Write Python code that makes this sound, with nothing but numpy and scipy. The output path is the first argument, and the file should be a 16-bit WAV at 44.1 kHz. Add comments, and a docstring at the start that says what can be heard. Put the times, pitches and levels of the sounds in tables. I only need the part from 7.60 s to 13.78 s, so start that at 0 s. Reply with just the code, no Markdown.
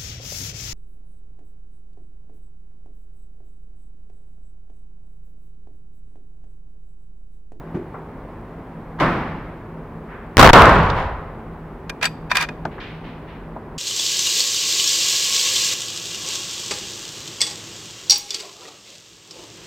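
"""Ventilation drones in an indoor range, with a dull thump and a knock, then a bang from another lane.
Something clatters far off. A lever-action rifle fires once, so close that the small stereo recorder
chokes and clips; the lane roars and rings back from its far end, while the overloaded recorder crackles.
The lever swings open and shut, steel clacking on steel, and the thrown-out brass case rings.
A few more thumps, knocks and far clatter follow over the steady drone."""
import sys
import numpy as np
from scipy import signal
from scipy.fft import rfft, irfft, next_fast_len
from scipy.io import wavfile
from scipy.ndimage import uniform_filter1d

SR = 44100
rng = np.random.default_rng(int(sys.argv[2]) if len(sys.argv) > 2 else 0)


def persist_wave(psi):
    """Save psi, clipped to +-1, as 16-bit WAV."""
    counts = np.round(np.clip(psi, -1, 1) * 32767).astype(np.int16)
    wavfile.write(sys.argv[1], SR, np.atleast_2d(counts).T)


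N = 272538

# A colour says how strong a noise is from low to high pitch. Columns: pitch_hz, level_db
WHITE_COLOUR = [(1, 0), (2, 0)]  # equally strong everywhere
DUCT_COLOUR = [(15, -39), (25, -4.5), (45, 1), (75, -7), (200, -8.5), (420, -8), (560, -13), (1000, -14.5),
               (1400, -21.5), (2000, -27), (3200, -41), (4500, -48.5), (6300, -54.5), (15500, -53.5)]  # air rushing through the ducts
THUMP_COLOUR = [(30, -10), (170, 0.5), (450, -6), (900, -16), (2000, -26.5), (4500, -47), (15000, -62)]  # a dull push
OTHER_BANG_COLOUR = [(25, -9), (50, -8.5), (170, -2.5), (450, -10), (1090, -8), (2100, -17.5),
                     (3200, -28.5), (5000, -39), (7000, -53), (15000, -58)]  # the other lane's bang
OTHER_CRACK_COLOUR = [(300, -17), (2000, 3), (4500, -8), (8000, -25), (15000, -44)]  # and its crack
CRACK_COLOUR = [(150, -32), (500, -19), (900, 4), (2000, 5.5), (4000, -4.5), (7000, -15), (11000, -24.5),
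                (15500, -38)]  # a sharp crack: the shot, the crackles, steel on steel
ROAR_COLOUR = [(25, -9), (50, -3.5), (130, -1), (300, -4), (600, -5), (1050, 1), (1500, -5), (2500, -15.5),
               (4000, -22), (7000, -38), (15000, -50)]  # the rifle's bang in its own lane
HEAVE_COLOUR = [(20, -20), (45, 1), (110, -10.5), (200, -14.5), (400, -50)]  # the deep heave of air behind the blast
BOOM_COLOUR = [(18, -24), (30, -14), (47, 2.5), (70, -8), (110, 1), (132, -6), (160, 3), (210, -11),
               (400, -34), (1500, -80)]  # the lane's lowest notes, which build up late
ECHO_COLOUR = [(200, -26), (550, -11), (760, 0), (860, -7), (980, 1), (1200, -14), (1800, -11),
               (3200, -20.5), (6000, -40), (9000, -51), (15000, -52)]  # the far end of the lane ringing back
HALL_COLOUR = [(200, 11), (2000, -7), (12000, 6)]  # the hall's answer to the lever

# How long a room rings. 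A decay, or t60, is the time to fade by 60 dB. Columns: pitch_hz, decay_s
OTHER_LANE_DECAY = [(60, 1.43), (200, 1.3), (500, 1.16), (1200, 1.03), (2500, 1.22), (5000, 0.88),
                    (12000, 0.9)]
LANE_DECAY = [(60, 1.83), (200, 0.87), (500, 1.282), (1200, 1.126), (2500, 1.117), (5000, 0.85),
              (12000, 0.76)]
HALL_DECAY = [(60, 1.9), (200, 1.15), (500, 1.2), (1200, 0.98), (2500, 1.1), (5000, 0.3), (12000, 0.26)]

# The hum of the fans: pitch_hz, level_db
FAN_TONES = [(45, -47), (112, -49.5), (161, -39.5), (224, -47.5), (263, -50)]
# Dull thumps with a hollow ring: start_s, level_db, ring_db
THUMP_HITS = [(.144, -22, -21), (4.888, -25, -45), (5.053, -24.5, -40)]
# Short, hard knocks and clicks: start_s, level_db, pitch_hz, decay_s
KNOCK_HITS = [(.34, -29.5, 860, 0.24), (3.299, -19, 2950, 0.032), (5.052, -12.5, 940, .045),
              (5.052, -28, 3600, .022), (5.18, -27.5, 1110, .07), (5.958, -25.5, 700, .11)]
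# Far clatter, smeared by the hall: start_s, level_db, pitch_hz, rise_s
CLATTER_HITS = [(2.48, -32, 1260, 0.037), (5.11, -44, 1800, .004), (5.201, -34, 2080, .001),
                (5.435, -40, 2010, 0.011), (5.67, -42, 1890, 0.013)]
# Slow pushes of gas from the muzzle: start_s, length_s, relative_pressure
GAS_SURGES = [(2.77, 0.0085, -6), (2.9085, .0218, 11)]
# The sharpest crackles of the overloaded recorder: start_s, level_db
SHARP_CRACKLES = [(3.021, -8), (3.0555, -6), (3.093, -13.5)]
# The notes of the rifle's steel parts: pitch_hz, level_db, decay_s
STEEL_NOTES = [(790, -8, 0.06), (996, -0.5, 0.12), (1260, -3, 0.046), (1638, 5.5, 0.045),
               (1810, -0.5, 0.044), (2450, 6, 0.055), (3100, -17, 0.031), (3616, -4.5, 0.027),
               (4340, -11, 0.018), (4690, -8, .025), (5680, -14, 0.037), (7140, -38, .025),
               (7300, -30, 0.039), (9300, -40, .025), (11800, -23, 0.04)]
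# Clacks of the lever, bolt and cartridge carrier: start_s, level_db, brightness_db_per_octave
LEVER_CLACKS = [(4.2949, -24.5, 3), (4.412, -29, -1), (4.427, -14, .5), (4.4405, -18, 2.5),
                (4.453, -16.5, 4.5), (4.7133, -12, -1.5), (4.7537, -17, 2.5), (4.768, -12, 4.5),
                (4.809, -22.5, 4.5), (4.823, -21.5, 4), (4.8444, -28, -3), (4.8867, -27, -3)]
# The bolt slides out, picks up a cartridge and slides home: start_s, end_s, level_db
BOLT_STROKES = [(4.419, 4.467, -20.5), (4.696, 4.73, -26), (4.744, 4.838, -21)]
# The notes of the thrown-out brass case: pitch_hz, level_db, decay_s
BRASS_NOTES = [(4720, -14, 0.055), (4790, -45, 0.31), (4870, -47, 0.35), (7900, -17.5, 0.047),
               (7900, -52, 0.14), (11330, -47, 0.17)]


def amp(db):
    """Turn decibels into a number to multiply by."""
    return 10 ** (np.asarray(db) / 20)


def unit(x):
    """Scale a sound to an average (rms) level of 1."""
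    return x / np.sqrt(np.mean(x ** 2))


def clock(seconds):
    """The time of each sample."""
    return np.arange(int(seconds * SR)) / SR


def fade(t, t60):
    """A smooth fade, 60 dB down after t60 seconds."""
    return np.exp(-np.log(1000) * t / t60)


def bins(n):
    """The frequencies that make up a sound n samples long."""
    return np.maximum(np.arange(n // 2 + 1) * SR / n, 1)


def along(points, hz):
    """Read a table's value at any pitch, between its rows."""
    pitches, values = np.transpose(points)
    return np.interp(np.log(hz), np.log(pitches), values)


def shape(x, gain):
    """Turn each frequency up or down by its own gain."""
    return irfft(rfft(x) * gain, x.shape[-1])


def add(track, start_s, sound):
    """Mix a sound into the track."""
    i = int(start_s * SR)
    track[:, i:i + sound.shape[-1]] += sound[..., :N - i]


def air(n, colour=WHITE_COLOUR, apart_hz=3400):
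    """Noise at two close microphones: alike in the bass, unrelated in the treble."""
    hz = bins(n)
    gain = amp(along(colour, hz))
    alike = 1 / (1 + (hz / apart_hz) ** 2)
    mid = shape(rng.standard_normal(n), gain * np.sqrt(1 + alike))
    side = shape(rng.standard_normal(n), gain * np.sqrt(1 - alike))
    return unit(np.array([mid + side, mid - side]))


def resonance(pitch_hz, octaves, edge_db):
    """A colour that is strong around one pitch and faint to either side."""
    hz = np.geomspace(20, 20000, 120)
    distance = np.log2(hz / pitch_hz) / octaves
    gain = np.exp(-distance ** 2 / 2) + amp(edge_db) / (1 + distance ** 2)
    return np.column_stack([hz, 20 * np.log10(gain)])


def burst(colour, rise_s, t60):
    """Noise that swells and dies away."""
    t = clock(1)
    return air(len(t), colour) * (1 - np.exp(-t / rise_s)) * fade(t, t60)


def reverb(colour, decay, rise_s, bass_rise_s):
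    """A room after a bang: each octave swells and dies at its own pace, the bass last."""
    t = clock(2)
    noise, out = air(len(t), colour), 0
    octave = np.clip(np.log2(bins(len(t))), 5, 14)
    for k in range(5, 15):
        band = shape(noise, np.maximum(1 - abs(octave - k), 0))
        rise = rise_s + bass_rise_s / (1 + (2 ** k / 300) ** 2)
        out = out + band * fade(t, along(decay, 2 ** k)) * (1 - np.exp(-t / rise))
    return out


def ventilation(rush_db=-35, waver_hz=5):
    """Air rushes steadily through ducts while the fans hum and waver."""
    n = next_fast_len(N)
    out = amp(rush_db) * air(n, DUCT_COLOUR)
    for hz, db in FAN_TONES:
        narrow_band = 1 / (1 + ((bins(n) - hz) / waver_hz) ** 2)
        out += amp(db) * unit(shape(rng.standard_normal(n), narrow_band))
    return out[:, :N]


def thumps(ring_hz=362):
    """Each thump is a dull push; a hollow ring builds up behind it."""
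    out = np.zeros((2, N))
    hollow = resonance(ring_hz, octaves=0.14, edge_db=-42)
    for start_s, db, ring_db in THUMP_HITS:
        add(out, start_s, amp(db) * burst(THUMP_COLOUR, rise_s=0.0026, t60=0.23))
        add(out, start_s, amp(ring_db) * burst(hollow, rise_s=0.018, t60=0.33))
    return out


def knocks():
    """Each knock is a sharp hit that rings roughly around one pitch."""
    out = np.zeros((2, N))
    for start_s, db, hz, t60 in KNOCK_HITS:
        colour = resonance(hz, octaves=0.59, edge_db=-27)
        add(out, start_s, amp(db) * burst(colour, rise_s=0.0017, t60=t60))
    return out


def other_lane(start_s=1.4, lead_s=0.013):
    """A shot next door: a little comes through the wall first, the rest goes round by the hall."""
    out, t = np.zeros((2, N)), clock(0.57)
    through_wall = reverb(OTHER_BANG_COLOUR, OTHER_LANE_DECAY, rise_s=0.00074, bass_rise_s=0.0026)
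    roar = reverb(OTHER_BANG_COLOUR, OTHER_LANE_DECAY, rise_s=0.001, bass_rise_s=0.022)
    crack = air(len(t), OTHER_CRACK_COLOUR) * fade(t, 0.23)
    add(out, start_s - lead_s, amp(-26) * through_wall)
    add(out, start_s, amp(-12) * roar)
    add(out, start_s, amp(-25) * crack)
    return out


def clatter():
    """Things are handled far off: only their blurred sound in the hall arrives."""
    out = np.zeros((2, N))
    for start_s, db, hz, rise_s in CLATTER_HITS:
        colour = resonance(hz, octaves=0.6, edge_db=-42)
        add(out, start_s, amp(db) * burst(colour, rise_s, t60=0.77))
    return out


def rifle_shot(start_s=2.77, slap_s=2.9315, boom_rise_s=0.3, boom_hold_s=0.44):
    """The muzzle cracks, the lane roars, the air heaves, a boom swells and the far end slaps back."""
    out, t = np.zeros((2, N)), clock(1.5)
    crack = air(len(t), CRACK_COLOUR) * fade(t, 0.031)
    roar = reverb(ROAR_COLOUR, LANE_DECAY, rise_s=0.0055, bass_rise_s=0.0067)
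    heave = air(len(t), HEAVE_COLOUR, apart_hz=330) * fade(t, 0.38) * (1 - np.exp(-t / 0.023))
    swell = 1 - np.exp(-(t / boom_rise_s) ** 2)
    boom = air(len(t), BOOM_COLOUR) * swell * fade(np.maximum(t - boom_hold_s, 0), 0.5)
    slap = air(len(t), CRACK_COLOUR) * fade(t, 0.036)
    add(out, start_s, amp(6) * crack + amp(13) * heave + amp(-12.5) * boom)
    add(out, start_s, amp(10) * roar)
    add(out, slap_s, amp(4) * slap)
    for surge_s, length_s, pressure in GAS_SURGES:
        arch = np.sin(np.pi * clock(length_s) / length_s)
        add(out, surge_s, pressure * np.sqrt(arch))
    return out


def crackle(start_s=2.94, length_s=0.5, count=28, first_db=-20, sink_db_per_s=36, scatter_db=3):
    """The overloaded recorder crackles: a few sharp pops, and many fine ones that grow fainter."""
    out, t = np.zeros((2, N)), clock(0.1)
    delays_s = length_s * (np.arange(count) + rng.random(count)) / count
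    levels_db = first_db - sink_db_per_s * delays_s + scatter_db * rng.standard_normal(count)
    for at_s, db in [*SHARP_CRACKLES, *zip(start_s + delays_s, levels_db)]:
        add(out, at_s, amp(db) * air(len(t), CRACK_COLOUR) * fade(t, 0.016))
    return out


def far_echo(start_s=3.35, level_db=-9):
    """The bang swells once more as the far end of the lane rings back."""
    out = np.zeros((2, N))
    add(out, start_s, amp(level_db) * burst(ECHO_COLOUR, rise_s=0.068, t60=0.33))
    return out


def steel_contact(push, crack_db=-2, crack_t60=0.017, low_cut_hz=640):
    """A push makes the steel ring; a crack scatters off the rifle's stock and the booth."""
    t = np.arange(len(push)) / SR
    force = air(len(t)) * push
    # the parts sit differently at each contact, which shifts their notes a little
    detune = 1 + 0.012 * rng.standard_normal(len(STEEL_NOTES))
    ring = 0
    for (hz, db, t60), shift in zip(STEEL_NOTES, detune):
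        note = np.sin(2 * np.pi * hz * shift * t) * fade(t, t60)
        ring = ring + amp(db) * unit(shape(force, rfft(note)))
    scattered_energy = shape(push ** 2, rfft(fade(t, crack_t60) ** 2))
    crack = air(len(t), CRACK_COLOUR) * np.sqrt(np.abs(scattered_energy))
    # small parts give off little bass
    low_cut = signal.butter(4, low_cut_hz, "high", fs=SR, output="sos")
    return signal.sosfilt(low_cut, unit(ring) + amp(crack_db) * unit(crack))


def bolt_slide(length_s, grit_db=2, rise_s=0.011, stop_t60=0.069):
    """The bolt rubs along its guides, catching unevenly, and stops."""
    t = clock(length_s + 0.1)
    catches = unit(uniform_filter1d(rng.standard_normal(len(t)), size=90))
    pace = np.minimum(t / rise_s, 1) * fade(np.maximum(t - length_s, 0), stop_t60)
    return unit(steel_contact(amp(grit_db * catches))) * pace


def lever(chatter_s=0.0018, eject_s=4.455, hall_db=-24):
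    """The lever opens, throws out the case, slides the bolt home and locks."""
    out, t = np.zeros((2, N)), clock(0.3)
    octaves = np.log2(np.clip(bins(len(t)), 1500, 12000) / 2400)
    push = t / chatter_s * np.exp(-t / chatter_s)
    for start_s, db, brightness in LEVER_CLACKS:
        clack = shape(steel_contact(push), amp(brightness * octaves))[:, :len(t) // 2]
        opening_level = np.std(clack[:, :SR // 100])
        add(out, start_s, amp(db) * clack / opening_level)
    for start_s, end_s, db in BOLT_STROKES:
        add(out, start_s, amp(db) * bolt_slide(end_s - start_s))
    for hz, db, t60 in BRASS_NOTES:
        phases = rng.uniform(0, np.pi, (2, 1))
        add(out, eject_s, amp(db) * np.sin(2 * np.pi * hz * t + phases) * fade(t, t60))
    hall = reverb(HALL_COLOUR, HALL_DECAY, rise_s=0.01, bass_rise_s=0.018)
    hall /= np.sqrt(np.sum(hall[0] ** 2))
    return out + amp(hall_db) * signal.fftconvolve(out, hall, axes=1)[:, :N]


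def scene():
    """All the sounds mixed together."""
    shooting = rifle_shot() + crackle() + far_echo() + other_lane() + lever()
    return shooting + thumps() + knocks() + clatter() + ventilation()


def record(dry, swing_hz=280, choke=0.69, leak=0.038, offset=0.06, drive=0.83, top_hz=16000):
    """Big, slow pressure pins each microphone's thin skin and chokes the sound; what is left clips."""
    swing = signal.sosfilt(signal.bessel(3, swing_hz, fs=SR, output="sos"), dry)
    free = 1 / (1 + (swing / choke) ** 4)
    pinned = 1 - free
    # a pinned skin passes only a trace of the sound and sits off centre
    choked = dry * (free + leak * pinned) + offset * np.sign(swing) * pinned
    centred = signal.sosfilt(signal.butter(1, 18, "high", fs=SR, output="sos"), choked)
    clipped = np.clip(drive * centred, -1, 1)
    treble_cut = signal.ellip(8, 0.05, 50, top_hz, fs=SR, output="sos")
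    return signal.sosfiltfilt(treble_cut, clipped)


dry = scene()
out = record(dry)
persist_wave(out)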